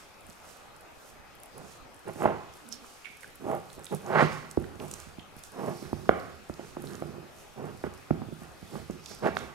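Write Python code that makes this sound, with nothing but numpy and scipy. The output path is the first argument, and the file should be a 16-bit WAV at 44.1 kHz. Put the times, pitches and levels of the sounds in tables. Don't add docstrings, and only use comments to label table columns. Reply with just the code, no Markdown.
import sys
import numpy as np
from scipy import signal
from scipy.fft import rfft, irfft
from scipy.io import wavfile
from scipy.ndimage import uniform_filter1d

SR = 44100
rng = np.random.default_rng(int(sys.argv[2]) if len(sys.argv) > 2 else 0)


def wav_record(signal):
    frames = np.transpose(np.atleast_2d(signal))
    bounded = np.clip(frames, -1, 1)
    quanta = np.round(bounded * 32767).astype(np.int16)
    wavfile.write(sys.argv[1], SR, quanta)


N = 420713


def gain_of(db):
    return 10 ** (np.asarray(db) / 20)


def evened(x):
    return x / np.sqrt(np.mean(x ** 2) + 1e-20)


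def read(points, hz):
    f, value = np.transpose(points)
    return np.interp(np.log(hz + 1), np.log(f + 1), value)


def add(mix, s, sound):
    part = mix[..., round(s * SR):][..., :sound.shape[-1]]
    part += sound[..., :part.shape[-1]]


def resonate(x, hz, width):
    turn = np.exp(2j * np.pi * np.cumsum(hz * np.ones(len(x))) / SR)
    r = np.exp(-np.pi * width / SR)
    return 2 * (turn * signal.lfilter([1 - r], [1, -r], x / turn)).real


def leaned(lean_db):
    return gain_of(lean_db * np.array([.5, -.5])[:, None, None])


# frequency in Hz, relative level in dB per Hz.
HUSH = [(12, -44.5), (20, -6.5), (65, -1), (301, -0.5), (459, 1), (698, 0), (759, 3), (1000, -2.5),
        (1220, 0), (1860, -6.5), (2530, -7.5), (3070, -10), (11800, -23), (14300, -20.5), (16000, -42)]
# frequency in Hz, likeness (0-1).
HUSH_SAME = [(60, 0.145), (180, 0.263), (550, 0.296), (1650, 0.279), (4970, 0.059), (15000, 0.11)]
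# frequency in Hz, left minus right in dB.
HUSH_LEAN = [(60, -20.5), (120, -3), (240, 0.5), (480, 5), (950, 4), (1890, 4.5), (3770, 3.5), (7520, 2.5),
             (15000, -5)]
HUSH_DB = -52


def hush():
    frames, hz = N // 256 + 5, np.fft.rfftfreq(1024, 1 / SR)
    a, b, c, d, patches = rng.standard_normal((frames, 513, 5)).T
    patches = evened(uniform_filter1d(uniform_filter1d(patches, 12, 0), 14, 1))
    same = read(HUSH_SAME, hz)[:, None]
    left = a + 1j * b
    right = same * left + np.sqrt(1 - same ** 2) * (c + 1j * d)
    z = np.array([left, right]) * gain_of(read(HUSH, hz)[:, None] + 1.896 * patches)
    z *= leaned(read(HUSH_LEAN, hz)[:, None])
    return gain_of(HUSH_DB) * evened(signal.istft(z, nperseg=1024, noverlap=768)[1][:, :N])


WHINE_HZ, WHINE_DB = 2522.5, -72.5


def whine():
    return gain_of(WHINE_DB) * np.sqrt(2) * np.sin(2 * np.pi * WHINE_HZ * np.arange(N) / SR)


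# frequency in Hz, left minus right in dB.
NEAR_LEAN = [(60, -13.5), (110, -14.5), (200, -8), (380, -4.5), (700, -2.5), (1290, -4.5), (2380, -9),
             (4400, -13), (8120, -3), (15000, 1)]
# frequency in Hz, radians by which the left leads.
NEAR_LEAD = [(60, -1.2), (340, -1.49), (700, -0.975), (1200, -1.21), (2500, -1.41), (6000, 1), (12000, 1)]


def ports(x):
    hz = np.fft.rfftfreq(N, 1 / SR)
    left = gain_of(read(NEAR_LEAN, hz)) * np.exp(1j * read(NEAR_LEAD, hz))
    both = np.array([left, np.ones_like(left)])
    return irfft(rfft(x) * both * 2 / abs(1 + left), N)


# frequency in Hz, time to fall 60 dB in seconds.
ROOM = [(60, 0.654), (200, 0.559), (700, 0.629), (2000, 0.773), (5000, 0.262), (12000, 0.31)]
# frequency in Hz, echo against direct sound in dB.
ROOM_DB = [(60, -1.5), (300, -8.5), (700, -12), (1100, -7.5), (1600, -9), (2500, -2), (4000, -0.5),
           (10000, -28)]
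# frequency in Hz, share of the echo's power (0-1).
ROOM_NEAR = [(60, 0.72), (300, 0.14), (1000, 0.8), (3000, 0.62)]


def room(x):
    taps = np.zeros((3, SR))
    at = np.arange(300, SR - 20, 20) + rng.integers(0, 20, (3, (SR - 301) // 20))
    np.put_along_axis(taps, at, rng.choice([-1., 1.], at.shape), 1)
    hz, t, z = signal.stft(taps, SR, nperseg=256)
    t60, share = read(ROOM, hz)[:, None], read(ROOM_NEAR, hz)[:, None]
    swell = 1 - np.exp(-t / 0.0131)
    z *= gain_of(read(ROOM_DB, hz)[:, None] - 60 * t / t60) * swell
    z /= np.sqrt(t60 * 2000 / np.log(1e6))
    z[:2] *= np.sqrt(1 - share) * leaned(read(HUSH_LEAN, hz)[:, None])
    z[2] *= np.sqrt(share)
    wet = signal.oaconvolve(x[None], signal.istft(z, SR, nperseg=256)[1], axes=1)[:, :N]
    return wet[:2] + ports(wet[2])


# delay in seconds, level against the direct sound in dB.
ECHOES = [(0.0151, -29.5), (0.0185, -22.5), (.034, -23)]


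def walls(x):
    out = x.copy()
    for s, db in ECHOES:
        add(out, s, gain_of(db) * x)
    return out


# time in seconds, pitch in Hz, rms level of the fundamental in dB.
GROAN = [(2.6, 295.4, -64), (2.644, 282.3, -58), (2.666, 237.9, -55.5), (2.754, 238.3, -56),
         (2.782, 310, -64.5), (2.83, 253.3, -57), (2.86, 256, -66)]


def groan():
    s, hz, db = np.transpose(GROAN)
    t = np.arange(s[0], s[-1], 1 / SR)
    waver = 1 + 1.005 * uniform_filter1d(rng.standard_normal(len(t)), 200)
    turns = np.cumsum(np.interp(t, s, hz) * waver) / SR
    voice = sum(gain_of(-9. * k) * np.sin(2 * np.pi * (k + 1) * turns) for k in range(4))
    fade = signal.windows.tukey(len(t), .2)
    return s[0], np.sqrt(2) * gain_of(np.interp(t, s, db)) * voice * fade


# peak time in seconds, rise and fall in seconds per 20 dB,
# level in dB, centre in Hz, level of the topmost hiss in dB, narrowing of the nostrils (0-1).
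PUFFS = [(.003, .1, 0.16, -57.5, 5600, -65, 0), (.32, 0.187, .2, -66, 6500, -65, .3),
         (.5, 0.161, 0.253, -56, 6100, -61.5, 0), (1.09, 0.276, 0.102, -59, 6243, -62.5, 0.095),
         (1.72, 0.293, 0.1343, -56, 6240, -67, 0.026), (2.23, 0.2557, 0.121, -54.5, 5900, -56.5, 0.049),
         (2.36, 0.289, 0.62, -64, 4980, -77.5, 0.023), (2.56, 0.09, 0.33, -63, 6100, -64, 0),
         (2.74, 0.052, 0.037, -48.5, 5480, -69, 0), (2.87, 0.213, 0.71, -58, 5728, -62.5, 0.13),
         (3.21, 0.024, 0.3, -62.5, 5200, -61, 0.089), (3.5, 0.176, 0.22, -62.5, 6300, -59, 0.32),
         (3.75, 0.27, 0.099, -60.5, 5760, -63.5, 0), (3.85, 0.033, 0.2057, -62, 6100, -60.5, 0.029),
         (3.96, 0.157, 0.051, -55.5, 6666, -59.5, 0.074), (4.09, .4, 0.1852, -59.5, 5800, -60, 0),
         (4.215, 0.111, 0.138, -43.5, 4340, -64, 0.53), (4.33, 0.0844, 0.204, -51, 5300, -61, 0.17),
         (4.51, 0.04, 0.083, -60, 5950, -68.5, 0.11), (4.62, 0.32, 0.57, -67, 5373, -65.5, 0.17),
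         (4.82, 0.053, 0.24, -61, 5900, -56.5, 0.38), (4.94, 0.134, 0.081, -52.5, 6850, -61, 0.31),
         (5.001, 0.11, 0.214, -53, 6730, -70, 0.071), (5.39, 0.044, 0.051, -59, 5240, -58.5, 0.55),
         (5.45, 0.025, 0.084, -53.5, 6788, -56, 0.22), (5.66, 0.347, 0.89, -60, 5438, -59, 0.366),
         (5.8, 0.32, 0.43, -57.5, 4830, -61, 1), (6.08, 0.47, 0.137, -63.5, 4860, -70, 0),
         (6.24, 0.39, 0.52, -63, 4710, -72.5, 0.013), (6.69, 0.404, 0.1634, -58, 5730, -68, 0.0065),
         (6.89, 0.178, 0.423, -59.5, 5464, -58.5, 0.33), (7.08, 0.421, 0.4084, -68, 4975, -76.5, 0.36),
         (7.41, .2, 0.19, -61, 6180, -60.5, 0.3), (7.86, 0.79, 0.063, -63, 5030, -64.5, 0.43),
         (7.99, 0.25, .5, -65, 5237, -68, 0.5), (8.42, 0.47, 0.38, -64.5, 5770, -64.5, 0.13),
         (8.77, 0.362, 0.224, -57, 4883, -59, 0.28), (8.93, 0.14, 0.163, -60.5, 5740, -76.5, 0),
         (9.11, 0.136, 0.1683, -49, 5140, -57, 0.91), (9.27, 0.08, 0.07946, -52, 4503, -58.5, 0.54),
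         (9.38, 0.0715, 0.212, -54, 5480, -60, 0.38)]
SPRAY_DB, SPRAY_PER_DB, SPRAY_RISE_S, SPRAY_FALL_S = -60, 0.64, 0.0186, 0.046
LOUD_TICK_DB = -31.5
BUBBLES_PER_S = 60.


def flare(t, peak, rise, fall):
    return gain_of(-20 * np.maximum((peak - t) / rise, (t - peak) / fall)) ** 2


def snuffle():
    t = np.arange(0, N + 64, 64) / SR
    s, rise, fall, db, centre_hz, top_db, narrowing = np.transpose(PUFFS)[:, :, None]
    shape = flare(t, s, rise, fall)
    power = shape * gain_of(db) ** 2 + 1e-30
    total = power.sum(0)
    when, tick_db = np.transpose(TICKS)[:2, :, None]
    spray_db = SPRAY_DB + SPRAY_PER_DB * (tick_db - LOUD_TICK_DB)
    spray = gain_of(spray_db) ** 2 * flare(t, when, SPRAY_RISE_S, SPRAY_FALL_S)
    top_power = (shape * gain_of(top_db) ** 2).sum(0) + spray.sum(0)
    controls = (np.sqrt(total), (power * centre_hz).sum(0) / total,
                (power * narrowing).sum(0) / total, np.sqrt(top_power))
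    level, hz, focus, top_level = (np.interp(np.arange(N) / SR, t, c) for c in controls)
    focus = np.clip(focus, 0, 1)
    bubbles = (rng.random(N) < BUBBLES_PER_S / SR) * rng.exponential(1, N)
    spit = uniform_filter1d(bubbles, 60) * 60.
    air = rng.standard_normal((3, N))
    wide = evened(resonate(resonate(air[0] * (1 + .2 * spit), hz, 6520), hz, 7370))
    narrow = evened(resonate(resonate(air[2], hz, 2230), hz, 2700))
    top_band = signal.butter(3, [7200, 14000], "band", fs=SR, output="sos")
    top = evened(signal.sosfilt(top_band, air[1] * (1 + spit)))
    return level * (np.sqrt(1 - focus) * wide + np.sqrt(focus) * narrow) + top_level * top


def clicks(table, cycles):
    out, t = np.zeros((2, N)), np.arange(SR // 18) / SR
    grit = rng.standard_normal((len(table), 2, len(t)))
    for (s, db, hz, lean_db, t60, width), (a, b) in zip(table, grit):
        swell = t * hz / cycles
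        snap = np.sin(2 * np.pi * hz * t) * swell * np.exp(1 - swell)
        width_hz = hz * width
        ring = np.array([evened(resonate(resonate(noise, hz, width_hz), hz, width_hz))
                         for noise in (a + 2.15 * b, a)])
        ring *= gain_of(-60 * t / max(t60, .001)) * (1 - np.exp(-t / 0.000594))
        port_db = db + np.array([[.5], [-.5]]) * lean_db
        add(out, s, gain_of(port_db) * (0.456 * snap + .5 * ring))
    return out


# start in seconds, relative level in dB, pitch in Hz,
# left minus right in dB, fall of the ring by 60 dB in seconds, ring width as a share of pitch.
SMACKS = [(.4447, -35.5, 1370, -2.5, 0.018, 0.307), (2.593, -42.5, 1050, -9.5, 0.024, 0.29),
          (2.7163, -36.5, 5320, -9, 0.05, 0.068), (2.7245, -36, 5413, -20.5, 0.079, 0.046),
          (2.844, -38.5, 1280, -7, 0.03, 0.29), (3.0465, -31.5, 2470, -10.5, 0.0234, 0.27),
          (3.0554, -33.5, 2246, -20.5, 0.0313, 0.35), (3.066, -37.5, 2110, -11, 0.065, 0.36),
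          (3.2321, -31, 1750, -3, 0.019, 0.46), (3.2436, -31, 1537, -5.5, 0.0225, 0.167),
          (3.702, -42, 1500, -6.5, 0.0127, 0.833), (3.8665, -32, 3560, -8, 0.016, 0.74),
          (4.6414, -40.5, 1542, -14, 0.0227, 1.2), (4.8002, -33.5, 2500, -6.5, 0.016, 1.08),
          (5.1945, -40, 2960, -16.5, 0.032, 0.227), (6.0565, -35.5, 1266, -2.5, 0.023, 0.35),
          (7.814, -35.5, 699, -5.5, .015, 0.87), (9.0602, -34, 3420, -8, 0.0287, 0.36),
          (9.1144, -35, 1513, -4, 0.026, 0.305), (9.389, -33, 6500, -14, 0.014, 0.48)]


def smacks():
    return clicks(SMACKS, 1.185)


# start in seconds, relative level in dB, pitch in Hz, left minus right in dB.
TICKS = [(0.209, -40.5, 9850, -2), (0.2671, -36.5, 8800, -1.5), (0.2994, -34, 7467, -4),
         (0.3299, -41.5, 6840, -5.5), (0.7647, -39.5, 8460, -2.5), (0.8093, -37, 10700, -2),
         (1.3534, -37.5, 12000, -3.5), (1.4015, -37, 9020, -4.0), (1.4339, -30, 10950, 1),
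         (1.4589, -35.5, 10800, -1.5), (1.5806, -32.5, 11240, -1.5), (1.9443, -38.5, 10000, -2.0),
         (1.9649, -43.5, 8380, -2), (1.9936, -39.5, 10030, 1.5), (2.0642, -47.5, 4060, -3.0),
         (2.0827, -34.5, 8930, -2.5), (2.1364, -37.5, 10600, -5.5), (2.214, -35, 8070, -3.5),
         (2.538, -42, 5970, -12.5), (2.5546, -44.5, 11600, -7.5), (2.6653, -43.5, 3890, -1.5),
         (2.6886, -31.5, 9200, -4.5), (2.7244, -29.5, 5640, -14.5), (2.7247, -29.5, 5480, -12.5),
         (3.1714, -37, 10600, -3), (3.2086, -37, 9330, -7), (3.232, -40, 8590, -6.5),
         (3.3567, -34, 11780, -3.5), (3.4785, -45, 6180, -3), (3.4865, -40.5, 6350, -4),
         (3.5124, -39, 11100, -4.5), (3.5502, -34, 10820, -2.5), (3.702, -39.5, 3900, -4.0),
         (3.7303, -33, 8222, -2.5), (3.7941, -37.5, 8590, -4.5), (3.8279, -43.5, 4930, -1.5),
         (3.8445, -31, 7640, -5.5), (3.8548, -29.5, 9500, -0.5), (3.9265, -36, 10700, -4),
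         (3.948, -27.5, 10330, -0.5), (4.0644, -35, 6450, -3), (4.1303, -38, 4100, -4),
         (4.156, -34.5, 4090, -9.5), (4.5116, -37.5, 7800, -6), (4.5121, -29, 7466, -5.5),
         (4.5703, -36.5, 4720, -3), (4.7561, -40, 6810, -3), (4.7994, -38, 4120, -3.5),
         (4.839, -38.5, 11000, -4.5), (4.8819, -34, 7210, -3.5), (4.9128, -25.5, 8100, -2.5),
         (4.9379, -26, 7300, -5.0), (5.0011, -31, 7290, -5), (5.1944, -44.5, 4710, -4.0),
         (5.3659, -48, 3800, -2), (5.3665, -37, 11380, -5.5), (5.3918, -35.5, 11400, -5.5),
         (5.437, -30, 7200, -6.5), (5.5202, -37.5, 9523, -4.0), (6.0911, -44.5, 3840, -10),
         (6.201, -39.5, 4600, -18), (6.4928, -39, 8100, -3), (6.54, -36.5, 5040, -8),
         (6.8029, -42, 7730, -3.5), (6.8219, -32, 10500, -4.5), (6.8587, -36.5, 10600, -5.5),
         (6.8725, -36, 4100, -4.5), (6.8802, -41.5, 4020, -4.5), (6.9346, -36.5, 5740, -5.0),
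         (6.9536, -32.5, 6540, -7.5), (7.0036, -37.5, 9540, -4.5), (7.3861, -40.5, 5900, -7),
         (7.6556, -39.5, 8020, -3), (7.939, -37, 6877, -8), (7.9764, -41.5, 4870, -7.5),
         (8.9101, -36, 6430, -6), (9.0598, -30, 5650, -11), (9.2572, -35.5, 4506, -8),
         (9.3528, -36, 4600, -6.5), (9.37, -28, 3920, -11.5)]
TICK_T60_S, TICK_WIDTH, LONGER_PER_DB = 0.00728, 0.59, 0.1017
FAINT_TICKS, FAINT_DB, FAINT_SPREAD_DB = 25, -52, 4.
FAINT_LOW_HZ, FAINT_HIGH_HZ, FAINT_LEAN_DB = 4027, 11050, -10


def ticks():
    when, size, pitch = rng.random((FAINT_TICKS, 3)).T
    faint_db = FAINT_DB - FAINT_SPREAD_DB * np.log(1 - 0.89 * size)
    faint_hz = FAINT_LOW_HZ * (FAINT_HIGH_HZ / FAINT_LOW_HZ) ** pitch
    faint = np.transpose([when * N / SR, faint_db, faint_hz, np.full(FAINT_TICKS, FAINT_LEAN_DB)])
    table = []
    for s, db, hz, lean_db in [*TICKS, *faint]:
        t60 = TICK_T60_S * np.exp(LONGER_PER_DB * (db - LOUD_TICK_DB))
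        table.append((s, db, hz, lean_db, t60, TICK_WIDTH))
    return clicks(table, 0.958)


# frequency in Hz, width in Hz, relative level in dB.
BOARDS = [(74.6, 10.1, 0), (94.5, 10.1, -10), (154.84, 28.45, -6.5), (203.4, 42.9, -2.5), (255.5, 85, 2.5),
          (355.4, 82, 3.5), (502.8, 133.3, 1), (640.2, 173, 7), (787.6, 133.3, 2), (1009.7, 397, 4),
          (1232.2, 244, 3.5), (1437.7, 180, 0), (1598, 188, -10), (1751, 594, 4.5), (2330, 200, -13),
          (2757, 352, -7.5), (3032, 980, -4.5), (4300, 980, -78)]


def rings(t):
    hz, width, db = np.transpose(BOARDS)[:, :, None]
    swell = 1 - np.exp(-t * hz * 2.276)
    return gain_of(db) * np.exp(-np.pi * width * t) * np.sin(2 * np.pi * hz * t) * swell


# start, swell and hold in seconds, release in
# seconds per 20 dB before the family's share (its sign has no effect), body level in dB, then thud, ring
# and rasp against the body in dB.
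DRAGS = [(0.429, .03, .12, -2.5, -72, -11, 11, 8), (0.968, 0.062, 0.065, -0.63, -65, -21, 3.5, -2.5),
         (1.499, 0.0787, 0.0124, -0.2268, -50, -6.5, -0.5, -8),
         (2.038, 0.0492, 0.0068, 0.05, -38.5, -16, -3.5, -9.5),
         (2.154, 0.037, 0.1014, 0.16, -41, -21.5, -3, -11.5),
         (2.186, 0.0663, .008, 0.1125, -40.5, -23, 12, 2.5),
         (3.382, 0.0324, 0.1555, 0.0443, -45.5, -26.5, -8.5, -17),
         (3.422, 0.0962, 0.0243, -0.055, -42.5, -23.5, 10, -3.5),
         (3.727, 0.0727, 0.0085, 0.1, -53, -15, -1, -4),
         (3.894, 0.0322, 0.0105, 0.0332, -34.5, -27.5, -2.5, -15),
         (4.004, 0.1539, 0.0175, -0.0188, -32.5, -33.5, 2.5, -3.5),
         (4.1, 0.0975, 0.0173, -0.0264, -37, -30, 12.5, 14),
         (4.202, 0.0251, 0.011, 0.0512, -26, -21, -6.5, -6),
         (4.385, 0.0133, 0.026, -0.38, -52.5, -12, -10.5, -18),
         (4.582, 0.01025, .03, -0.07, -41, -12.5, -15.5, -24),
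         (4.721, 0.0215, 0.023, 0.07, -54.5, 1.5, -8, -15),
         (4.778, 0.0352, 0.0314, 0.102, -41, -13, -5, -16), (4.932, 0.025, 0.089, 0.21, -65.5, 2.5, 4, 5.5),
         (5.5, 0.097, 0.0383, 0.0371, -40.5, -29.5, -1, -10.5),
         (5.593, 0.0735, 0.0182, .12, -35.5, -28, -1.5, -13.5),
         (5.81, 0.0138, 0.0077, 0.2, -47, -8.5, -5.5, -6), (5.931, 0.0084, 0.0146, 1, -48, -9.5, -15, -22),
         (6.496, 0.011, 0.045, -0.2, -55.5, -5.5, -9, -11),
         (6.574, 0.0193, 0.0093, 0.17, -50, -16.5, -1.5, -4),
         (6.763, 0.0062, 0.006, -1.3, -45.5, -17, -16, -17),
         (6.867, 0.0275, 0.06, -0.12, -57.5, -12.5, -5, -0.5),
         (7.02, 0.007, 0.0065, 0.18, -50, -13, -4.5, -19.5),
         (7.077, 0.059, 0.0077, 0.91, -60.5, -9, -4, -9.5),
         (7.548, 0.03052, 0.025, 0.0726, -42, -28.5, -3.5, -14.5),
         (7.597, .07, 0.0085, 0.092, -39, -19, -5.5, -12),
         (7.836, 0.00613, 0.0274, 0.03, -36.5, -6, -8, -12),
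         (8.119, 0.0092, 0.029, 0.06, -44.5, -14.5, -12.5, -25.5),
         (8.199, 0.0204, 0.0041, 0.08, -48.5, -20, -2, -18.5),
         (8.266, 0.049, 0.0077, 0.02, -48.5, -19, -17.5, -28),
         (8.388, 0.038, 0.0096, 0.1409, -55.5, -0.5, -9, -4.5),
         (8.602, 0.0155, 0.0187, 0.27, -56, -6.5, -15.5, -9.5),
         (8.684, 0.0663, 0.0067, 0.1166, -41, -8.5, -5, -13.5),
         (8.893, 0.0064, 0.0072, 0.0734, -42, -5, -16.5, -14.5),
         (8.928, 0.0116, .05, 0.45, -60, -7, -16, -23), (9.068, 0.0403, 0.00825, 0.1, -57.5, -1, -0.5, -10),
         (9.206, 0.0237, 0.018, 0.01, -36.5, -17, -3, -9),
         (9.225, 0.03965, 0.0086, 0.0421, -27.5, -16, 1.5, -3.5),
         (9.331, 0.044, 0.0083, -0.07, -44.5, -11, -17.5, -15),
         (9.392, 0.021, 0.0077, 0.48, -51.5, -4.5, 1, -6.5)]
FAMILY_RULES = [(1.32, 0.878), (2.66, 1.3), (1.694, 0.72), (2.28, 0.84), (2.66, 0.56)]
EDGE_DB, EDGE_PER_DB = -14, 0.86


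def force(family):
    out, (late, lasting) = np.zeros(N), FAMILY_RULES[family]
    t = np.arange(SR // 2) / SR
    for s, swell, hold, release, db, *shares_db in DRAGS:
        edge_db = EDGE_DB + EDGE_PER_DB * shares_db[-1]
        share_db = [0, *shares_db, edge_db][family]
        onset = np.minimum(t / swell, 1) ** late
        let_go = gain_of(-20 * np.maximum(t - swell - hold, 0) / abs(release * lasting))
        add(out, s, gain_of(db + share_db) * onset * let_go)
    return out


FAMILIES = [(130, 480), (50, 130), (480, 1100), (1100, 1800), (1800, 5000)]
SLIPS_PER_S, SLIP_SPREAD_DB, LUMPS_DB = 1900., 3, 1.27


def drags():
    modes, hz, out = rings(np.arange(SR // 10) / SR), np.array(BOARDS)[:, 0], np.zeros(N)
    size = gain_of(SLIP_SPREAD_DB * np.minimum(rng.exponential(1, N), 3)) * rng.choice([-1, 1], N)
    lumps = gain_of(LUMPS_DB * evened(uniform_filter1d(rng.standard_normal(N), size=300)))
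    slips = evened((rng.random(N) < SLIPS_PER_S / SR) * size * lumps)
    for family, (low, high) in enumerate(FAMILIES):
        body = modes[(hz >= low) & (hz < high)].sum(0)
        band = signal.butter(2, [0.976 * low, 1.145 * high], "band", fs=SR, output="sos")
        body = signal.sosfilt(band, body)
        out += signal.oaconvolve(slips * force(family), body / np.linalg.norm(body))[:N]
    return out


# start in seconds, blow strength in dB, pitch that rings
# most in Hz, fall below and above that pitch in dB per octave.
KNOCKS = [(.29, -40.5, 186, 8.2, 7.6), (2.158, -32.5, 250, 8, 4.7), (2.221, -19.5, 466.2, 12, 3.4),
          (2.256, -8, 846, 9.5, 14.1), (3.465, -27, 480, 9.4, 14.7), (3.5, -22, 387, 4.8, 11.6),
          (3.931, -30, 520, 7.9, 10), (3.779, -37, 373.8, 15.4, 21), (4.225, -17.5, 372.2, 6.4, 8),
          (4.573, -11.5, 337, 3.7, 16.7), (4.807, -36.5, 175, 14.5, 7), (4.93, -37.5, 121, 9.8, 5.5),
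          (5.067, -37, 118, 8.4, 12.7), (5.183, -32, 149.5, 10.2, 9.3), (5.365, -39.5, 174, 6.5, 12),
          (5.685, -28, 330, 9, 11.71), (5.824, -32, 339, 11, 13.3), (5.93, -18, 344, 1.97, 9.64),
          (6.092, -3.5, 672.7, 5.22, 4.64), (6.112, -23, 700, 8, 9.4), (6.496, -24, 206, 5.5, 5.86),
          (6.595, -29, 382, 9.4, 9.3), (6.768, -26.5, 389, 9.6, 6.15), (6.84, -31.5, 215, 9.2, 4.4),
          (6.946, -39.5, 198, 10, 2.4), (7.022, -23, 407, 17, 8.4), (7.839, -21.5, 150, 9.2, 1.98),
          (8.107, -10, 158.5, 14.1, 7.07), (8.218, -26.5, 207, 13.6, 6.65), (8.285, -33.5, 253, 9.4, 12.6),
          (8.324, -27, 167.4, 17.3, 13.6), (8.419, -34.5, 144, 12.5, 6.1), (8.627, -34, 163, 8.8, 10),
          (8.755, -26.5, 140, 11.7, 6.6), (8.898, -22, 175.3, 13.2, 11.26), (9.263, -18.5, 700, 6.8, 5.8),
          (9.368, -19.5, 1443, 11.5, 8.8)]
KNOCK_T60_S, CONTACT_MS = 0.072, 0.0797


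def knocks():
    t, hz, out = np.arange(SR // 8) / SR, np.array(BOARDS)[:, 0], np.zeros(N)
    modes, signs = rings(t), rng.choice([-1., 1.], (len(KNOCKS), len(BOARDS)))
    push = np.exp(-(t[:200] * 1000 / CONTACT_MS - 2.5) ** 2)
    damping = gain_of(-60 * t / KNOCK_T60_S)
    for (s, db, pitch_hz, under_db, over_db), sign in zip(KNOCKS, signs):
        fall_db = abs(np.where(hz < pitch_hz, under_db, over_db) * np.log2(hz / pitch_hz))
        ring = np.convolve((sign * gain_of(-fall_db)) @ modes * damping, push)
        add(out, s, gain_of(db) * ring / np.linalg.norm(ring) * np.sqrt(0.00256 * SR / 2))
    return out


TEETH_DB, SMACKS_DB = 4, 0.5


def scene():
    near = knocks() + snuffle() + drags()
    add(near, *groan())
    no_bass = signal.butter(3, 60, "high", fs=SR, output="sos")
    near = signal.sosfilt(no_bass, near)
    teeth, mouth = gain_of(TEETH_DB) * ticks(), smacks()
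    sent = near + teeth.mean(0) + gain_of(SMACKS_DB) * mouth.mean(0)
    return ports(walls(near)) + walls(teeth + mouth) + room(sent) + hush() + whine()


# frequency in Hz, gain in dB.
LEFT_COLOUR = [(11300, -1.5), (11900, -11), (14500, -15)]
EDGE_HZ = 15900


def record(dry):
    colour = gain_of(read(LEFT_COLOUR, np.fft.rfftfreq(N, 1 / SR)))
    left = irfft(rfft(dry[0]) * colour, N)
    held = .9 * np.tanh(np.array([left, dry[1]]) / .9)
    band_limit = signal.firwin(511, EDGE_HZ, window=("kaiser", 9), fs=SR)
    return signal.oaconvolve(held, band_limit[None], "same")


dry = scene()
out = record(dry)
wav_record(out)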